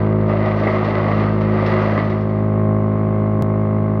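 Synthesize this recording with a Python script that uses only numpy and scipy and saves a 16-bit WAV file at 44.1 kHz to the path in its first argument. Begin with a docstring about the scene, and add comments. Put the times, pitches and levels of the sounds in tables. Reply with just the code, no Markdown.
"""Coconut chopper in an open shed

A belt-driven two-knife rotor throbs once a turn and blows air through its steel housing. For two seconds
a coconut is ground: the knives bite, shreds and shell strike the chute, the hopper booms and fibre
hisses from the spout. The listener steps from hopper to spout as the machine drones on empty.
Near the end the drone skips with a click."""
import sys
import numpy as np
from scipy import signal
from scipy.fft import rfft, irfft
from scipy.io import wavfile

SR = 44100
rng = np.random.default_rng(int(sys.argv[2]) if len(sys.argv) > 2 else 0)


def wav_record(signal):
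    """Record a signal, one row per channel, as 16-bit PCM in the file named by sys.argv[1]."""
    frames = np.transpose(np.atleast_2d(signal))
    bounded = np.clip(frames, -1, 1)
    # unit amplitude maps onto the largest positive 16-bit level
    quanta = np.round(bounded * 32767).astype(np.int16)
    wavfile.write(sys.argv[1], SR, quanta)


N = 176400
TIME_S = np.arange(N) / SR
FREQ_HZ = np.maximum(np.arange(N // 2 + 1) * SR / N, 1)


def amp(db):
    """Amplitude grows tenfold every 20 dB."""
    return 10 ** (np.asarray(db) / 20)

def unit(x):
    """Normalisation to an rms of 1."""
    return x / np.std(x)

def curve(rows):
    """Linear interpolation of (time_s, value) rows."""
    return np.interp(TIME_S, *np.array(rows).T)

def minimum_phase(gain):
    """Causality: folding the cepstrum gives a struck body's response from its gains, 0 Hz upward."""
    cepstrum = irfft(np.log(gain))
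    half = len(cepstrum) // 2
    cepstrum[1:half] *= 2
    cepstrum[half + 1:] = 0
    return np.exp(rfft(cepstrum))

def resonance(hz, width_hz):
    """Response of a damped oscillator, gain 1 at its centre."""
    return 1 / (1 + 1j * (FREQ_HZ ** 2 - hz * hz) / (FREQ_HZ * width_hz))

def colour(x, spectrum):
    """Minimum-phase filtering by (frequency_hz, gain_db) rows."""
    hz, db = np.array(spectrum).T
    gain = amp(np.interp(np.log(FREQ_HZ), np.log(hz), db))
    return irfft(rfft(x) * minimum_phase(gain), N)

def wander(rate_hz):
    """Random modulation: Gaussian values joined by straight lines."""
    return np.interp(TIME_S * rate_hz + rng.random(), np.arange(512), rng.standard_normal(512))

def strokes(turn, angle_turns, scatter_db, jitter_s):
    """A quasi-periodic impulse train: one uneven blow a turn, at a set angle."""
    due = np.interp(np.arange(1, int(turn[-1])) + angle_turns, turn, np.arange(N))
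    timing, strength = rng.standard_normal((256, 2))[:len(due)].T
    out = np.zeros(N)
    out[np.clip(due + timing * jitter_s * SR, 0, N - 1).astype(int)] = amp(scatter_db * strength)
    return out


# rotor speed: time_s, turns_per_s
ROTOR_SPEED = [(0, 52.85), (.25, 52.74), (.55, 52.68), (.85, 52.63), (1.15, 52.66), (1.45, 52.73),
               (1.8, 52.68), (2.1, 52.7), (2.6, 52.8), (3.2, 52.82), (4, 52.83)]
def rotation():
    """The rotor's angle, in turns, is the integral of its speed."""
    return .25 + np.cumsum(curve(ROTOR_SPEED)) / SR

# grinding strength as the nut goes through the knives: time_s, level_db
GRINDING_LEVEL = [(0, -26.5), (.12, -36), (.255, -33), (.31, -23.5), (.38, -29), (.47, -22), (.56, -27),
                  (.67, -19.5), (.71, -25.5), (.75, -20), (.82, -23.5), (.97, -22), (1.03, -24),
                  (1.08, -22), (1.2, -22.5), (1.28, -24.5), (1.34, -31), (1.48, -27.5), (1.58, -23.5),
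                  (1.7, -21), (1.8, -22.5), (1.93, -22), (2.0, -20.5), (2.06, -31.5), (2.13, -28),
                  (2.2, -36.5), (2.5, -39.5), (2.9, -45)]
def grinding_load():
    """Amplitude envelope shared by bites, shreds and chips."""
    return amp(curve(GRINDING_LEVEL))

# rotor tones beside the spout: harmonic, relative_db
SPOUT_TONES = [(1, -15.5), (2, 3), (3, -3), (4, 0.5), (5, -10.5), (6, -12), (7, -6.5), (8, -11), (9, -28),
               (10, -11), (11, -15.5), (12, -8.5), (13, -19), (14, -22), (15, -21), (16, -22), (17, -23.5),
               (18, -32), (19, -26.5), (20, -16.5), (21, -17), (22, -23.5), (23, -24), (24, -31),
               (25, -27.5), (26, -36.5), (27, -46), (28, -32.5), (29, -33.5), (30, -32.5), (31, -40),
               (32, -52.5), (33, -42), (34, -49), (35, -39.5), (36, -46), (37, -42.5), (38, -36.5),
               (39, -40), (40, -38.5), (41, -41.5), (42, -49)]
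# the lower tones nearer the hopper: harmonic, relative_db
HOPPER_TONES = [(1, -13), (2, 1.5), (3, -3.5), (4, -1.5), (5, -13), (6, -11), (7, -5.5), (8, -14.5),
                (9, -15), (10, -11.5), (11, -16.5), (12, -11.5), (13, -22), (14, -30), (15, -25.5),
                (16, -28), (17, -23.5), (18, -25), (19, -22.5), (20, -31), (21, -23), (22, -24.5),
                (23, -21.5)]
# strength of the drone: time_s, level_db
DRONE_LEVEL = [(0, -14.5), (.2, -14.5), (.45, -16.5), (.9, -18), (1.2, -15), (1.5, -15.5), (1.9, -17),
               (2.15, -18.5), (2.45, -17), (2.7, -15), (2.9, -17), (3.3, -16.5), (4, -17)]
DISPERSION_S_PER_KHZ, CASING_HZ, CASING_WIDTH_HZ = .002497, 365, 18
WAVER_IDLE, WAVER_LOADED, WAVER_FULL_HZ = .022, .67, 700
STEP_MIDDLE_S, STEP_LENGTH_S = 2.16, 1
SKIP_AT_S, SKIP_AHEAD_S, SKIP_FADE_S = 3.4235, .004, .00067
THIN_FROM_S, THIN_DB_PER_S, THIN_HZ, THIN_WIDTH_HZ = 3.5, -2.5, 384, 120
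def rotor(turn, load):
    """A pressure pulse each turn forms a harmonic series, dispersed by the duct and wavering under load."""
    harmonics, spout_db = np.array(SPOUT_TONES).T
    hopper_db = np.r_[np.array(HOPPER_TONES)[:, 1], spout_db[len(HOPPER_TONES):]]
    near_hopper = np.clip(.5 - (TIME_S - STEP_MIDDLE_S) / STEP_LENGTH_S, 0, 1)
    skipped = np.clip(.5 + (TIME_S - SKIP_AT_S) / SKIP_FADE_S, 0, 1)
    pulse = minimum_phase(amp(np.r_[spout_db[0], spout_db, spout_db[-1]]))[1:-1]
    waver = WAVER_IDLE + WAVER_LOADED * load / load.max()
    thin_db = THIN_DB_PER_S * np.maximum(TIME_S - THIN_FROM_S, 0)  # low-middle tones fade at the end
    out = np.zeros(N)
    for harmonic, partial, hopper_gain in zip(harmonics, pulse, amp(hopper_db - spout_db)):
        hz = harmonic * ROTOR_SPEED[0][1]
        duct_lag = np.pi * DISPERSION_S_PER_KHZ * hz * hz / 1000
        # the casing delays tones near its resonance
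        casing_lag = 2 * np.arctan2(hz * CASING_WIDTH_HZ, CASING_HZ ** 2 - hz * hz)
        tone = partial * np.exp(1j * (2 * np.pi * harmonic * turn - duct_lag - casing_lag))
        position_gain = 1 + (hopper_gain - 1) * near_hopper
        unsteady = 1 + waver * min(hz / WAVER_FULL_HZ, 1) * (wander(7) + 1j * wander(7))
        skip = 1 + skipped * (np.exp(2j * np.pi * hz * SKIP_AHEAD_S) - 1)
        thinning = amp(thin_db * np.exp(-((hz - THIN_HZ) / THIN_WIDTH_HZ) ** 2))
        out += (tone * position_gain * unsteady * skip * thinning).real
    return unit(out) * amp(curve(DRONE_LEVEL))

# air rushing through the housing: frequency_hz, gain_db
AIR_SPECTRUM = [(20, -19.5), (60, -7), (100, 0.5), (240, 3.5), (450, -4.5), (700, -10), (950, -13),
                (1200, -10.5), (1450, -21), (1750, -21), (2100, -20), (2400, -27.5), (3300, -38.5),
                (4600, -47), (6000, -59), (7500, -70), (15000, -66.5)]
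AIR_DB, AIR_PULSING = -31, .19
def draught(turn):
    """Broadband flow noise, amplitude-modulated once a turn."""
    flow = rng.standard_normal(N) * (1 + AIR_PULSING * np.cos(2 * np.pi * turn))
    return unit(colour(flow, AIR_SPECTRUM)) * amp(AIR_DB + .6 * wander(6))

RATTLE_HZ, RATTLE_WIDTH_HZ, RATTLE_DB = 2110, 120, -56.5
def rattle(turn):
    """Impulse excitation: a loose part ticks and rings once a turn."""
    ticks = strokes(turn, .6, scatter_db=2.5, jitter_s=.000074)
    ring = irfft(rfft(ticks) * resonance(RATTLE_HZ, RATTLE_WIDTH_HZ) ** 2, N)
    return unit(ring) * amp(RATTLE_DB)

# modes of the steel housing: pitch_hz, width_hz, gain_db
HOUSING_MODES = [(372, 27, -1.5), (614, 88, -0.5), (1170, 110, 0.5), (1964, 130, 3.5)]
def housing(x):
    """Forced vibration: the steel panels add their ring to the direct sound."""
    modes = sum(amp(db) * resonance(hz, width) for hz, width, db in HOUSING_MODES)
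    return irfft(rfft(x) * (1 + modes), N)

# tearing husk: frequency_hz, gain_db
BITE_SPECTRUM = [(60, -24), (150, -14), (240, -1), (370, 1.5), (480, -2), (630, 1.5), (850, -18),
                 (1250, -5), (1550, -13), (2100, -28), (2800, -32.5), (4500, -45), (7500, -71.5),
                 (15000, -70)]
BITE_DB, SECOND_KNIFE_DB, TEAR_DECAY_S = -8, -5, .002
def knives(turn, load):
    """Two knives bite alternately; each tear is a noise burst with exponential decay."""
    second = strokes(turn, 0, scatter_db=3.5, jitter_s=.0008) * amp(SECOND_KNIFE_DB)
    first = strokes(turn, .5, scatter_db=3.5, jitter_s=.0008)
    envelope = signal.lfilter([1], [1, -np.exp(-1 / (TEAR_DECAY_S * SR))], first + second)
    tears = envelope * rng.standard_normal(N)
    return unit(housing(colour(tears, BITE_SPECTRUM))) * load * amp(BITE_DB)

# shreds hitting the chute: frequency_hz, gain_db
SHRED_SPECTRUM = [(80, -27.5), (230, 5), (600, -1), (900, 1.5), (1300, -3.5), (1550, -8), (2150, -13),
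                  (2500, -15.5), (3400, -25), (4700, -33.5), (6000, -46), (7700, -64), (10000, -60),
                  (15500, -68)]
SHRED_DB, SHREDS_PER_S, SHRED_SCATTER_DB, SHRED_PULSING = -3.5, 3000, 2, .3
def shreds(turn, load):
    """Shot noise: shreds pelt the chute at a rate that rises as each knife passes."""
    rate = SHREDS_PER_S * (1 + SHRED_PULSING * np.cos(4 * np.pi * turn))
    arrivals = rng.random(N) < rate / SR
    sizes = amp(SHRED_SCATTER_DB * np.minimum(rng.exponential(size=N), 2))
    hits = arrivals * sizes * rng.choice([-1, 1], N)
    return unit(housing(colour(hits, SHRED_SPECTRUM))) * load * amp(SHRED_DB + .9 * wander(35))

# modes of the chute wall: pitch_hz, width_hz, level_db
CHUTE_MODES = [(1184, 55, -6), (1270, 92, -6.5), (1867, 67, -2), (2004, 90, 2), (2080, 110, -4.5),
               (2780, 150, -15.5), (4330, 330, -15)]
# soft contact dulls the treble: frequency_hz, gain_db
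CONTACT_SPECTRUM = [(4500, 0.5), (6000, -16.5), (7700, -37), (15000, -40)]
PING_DB, PINGS_PER_S, PING_SCATTER_DB = -14, 260, 2
def shell_pings(load):
    """Modal superposition: each chip of shell rings the chute in its own mix of modes."""
    arrivals = rng.random(N) < PINGS_PER_S / SR
    hits = arrivals * amp(PING_SCATTER_DB * np.clip(rng.standard_normal(N), -2, 2))
    ring = sum(amp(db) * resonance(hz, width) / width * rfft(hits * rng.standard_normal(N))
               for hz, width, db in CHUTE_MODES)
    return unit(colour(irfft(ring, N), CONTACT_SPECTRUM)) * load * amp(PING_DB)

# boom of the hopper as the nut tumbles on the knives: time_s, level_db
BOOM_LEVEL = [(0, -44), (.25, -52), (.3, -26.5), (.47, -32), (.56, -32), (.67, -22), (.8, -36.5),
              (1.0, -25), (1.15, -39), (1.3, -45), (1.6, -36), (2.0, -38), (2.2, -52), (2.6, -63)]
BOOM_HZ, BOOM_WIDTH_HZ = 613, 110
def hopper_boom(turn):
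    """Resonance: the rotor bats the nut and the hopper answers with a hollow note."""
    blows = strokes(turn, .25, scatter_db=3.5, jitter_s=.003)
    blows += strokes(turn, .75, scatter_db=4.5, jitter_s=.003)
    ring = irfft(rfft(blows) * resonance(BOOM_HZ, BOOM_WIDTH_HZ) ** 2, N)
    return unit(ring) * amp(curve(BOOM_LEVEL))

# strength of the fibre spray: time_s, level_db
SPRAY_LEVEL = [(0, -63.5), (.255, -82), (.27, -58), (.4, -57.5), (.47, -57), (.55, -53), (.62, -49.5),
               (.72, -49), (.79, -53), (.87, -48.5), (1.0, -55), (1.18, -49.5), (1.32, -55), (1.55, -56),
               (1.65, -51), (1.68, -48), (1.85, -47.5), (2.05, -50), (2.2, -60.5), (2.5, -71.5), (2.9, -92)]
# hiss of the fibre: frequency_hz, gain_db
FIBRE_SPECTRUM = [(1200, -19.5), (2300, 1.5), (3600, -4.5), (4400, -2.5), (5200, -12), (6200, -17.5),
                  (7000, -27), (7800, -38), (9000, -31), (11000, -30), (15500, -42)]
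def fibre_spray():
    """Fine fibre leaves the spout as a hiss that flutters by random modulation."""
    hiss = unit(colour(rng.standard_normal(N), FIBRE_SPECTRUM))
    return hiss * amp(curve(SPRAY_LEVEL) + 1.5 * wander(70))

# heavy chunks of shell thump the housing: start_s, level_db
THUMP_HITS = [(.295, -29), (.44, -29), (.632, -28), (.669, -17), (.728, -27), (.945, -25.5), (1.075, -30),
              (1.26, -28.5), (1.405, -29.5), (1.77, -21.5), (1.98, -21.5), (2.0, -32), (2.115, -41)]
# dull colour of a thump: frequency_hz, gain_db
THUMP_SPECTRUM = [(100, -14), (230, 3.5), (420, -2.5), (630, -5), (900, -1.5), (1200, 0.5), (1600, -7),
                  (2100, -4), (2700, -19), (7000, -54), (15000, -78)]
# hard pieces knock on the chute: start_s, level_db
KNOCK_HITS = [(.456, -37), (.595, -36.5), (.845, -33.5), (1.142, -38), (1.409, -37.5), (1.661, -28),
              (1.805, -37.5), (2.096, -37), (2.205, -44), (2.29, -49)]
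# bright colour of a knock: frequency_hz, gain_db
KNOCK_SPECTRUM = [(200, -7.5), (900, -4), (2000, 2.5), (3200, 1), (5500, -11.5), (7700, -39), (11000, -36),
                  (15500, -38)]
def impacts(hits, spectrum, attack_s=.004, decay_s=.014):
    """Transient excitation: pieces shatter on the steel in noise bursts that ring the housing."""
    envelope = np.zeros(N)
    for start_s, db in hits:
        age_s = TIME_S - start_s
        envelope += amp(db) * np.clip(age_s / attack_s, 0, 1) * np.exp(-np.abs(age_s) / decay_s)
    crunch = rng.standard_normal(N)
    steady_rms = np.std(housing(colour(crunch, spectrum)))
    return housing(colour(crunch * envelope, spectrum)) / steady_rms

SHED_T60_S, SHED_DB = .69, -5.5
def shed(x):
    """Reverberation: floor and tin roof return an exponentially decaying tail."""
    tail = rng.standard_normal(SR) * np.exp(-np.log(1000) * TIME_S[:SR] / SHED_T60_S)
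    return x + amp(SHED_DB) * signal.fftconvolve(x, tail / np.linalg.norm(tail))[:N]

CLICK_DB, CLICK_CORNER_HZ = -15, 400
def click():
    """A low-passed impulse: one dry click where the drone skips."""
    impulse = np.zeros(N)
    impulse[int(SKIP_AT_S * SR)] = amp(CLICK_DB)
    return signal.lfilter([1], [1, -np.exp(-2 * np.pi * CLICK_CORNER_HZ / SR)], impulse)


def scene():
    """Superposition of all sources in mono; only the grinding reverberates."""
    turn = rotation()
    load = grinding_load()
    pieces = impacts(KNOCK_HITS, KNOCK_SPECTRUM) + impacts(THUMP_HITS, THUMP_SPECTRUM)
    grinding = shed(knives(turn, load) + shreds(turn, load) + shell_pings(load) + pieces)
    running = rotor(turn, load) + draught(turn) + rattle(turn)
    return (running + grinding + hopper_boom(turn) + fibre_spray() + click())[None]

FADE_S, TOP_HZ = .003, 15700
def record(dry):
    """Tapering and band limiting: both ends fade and a steep low-pass cuts the top."""
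    edge_s = np.minimum(TIME_S, TIME_S[::-1])
    eased = dry * np.sin(np.pi / 2 * np.minimum(edge_s / FADE_S, 1)) ** 2
    return signal.sosfilt(signal.ellip(8, .2, 70, TOP_HZ, fs=SR, output="sos"), eased)


dry = scene()
out = record(dry)
wav_record(out)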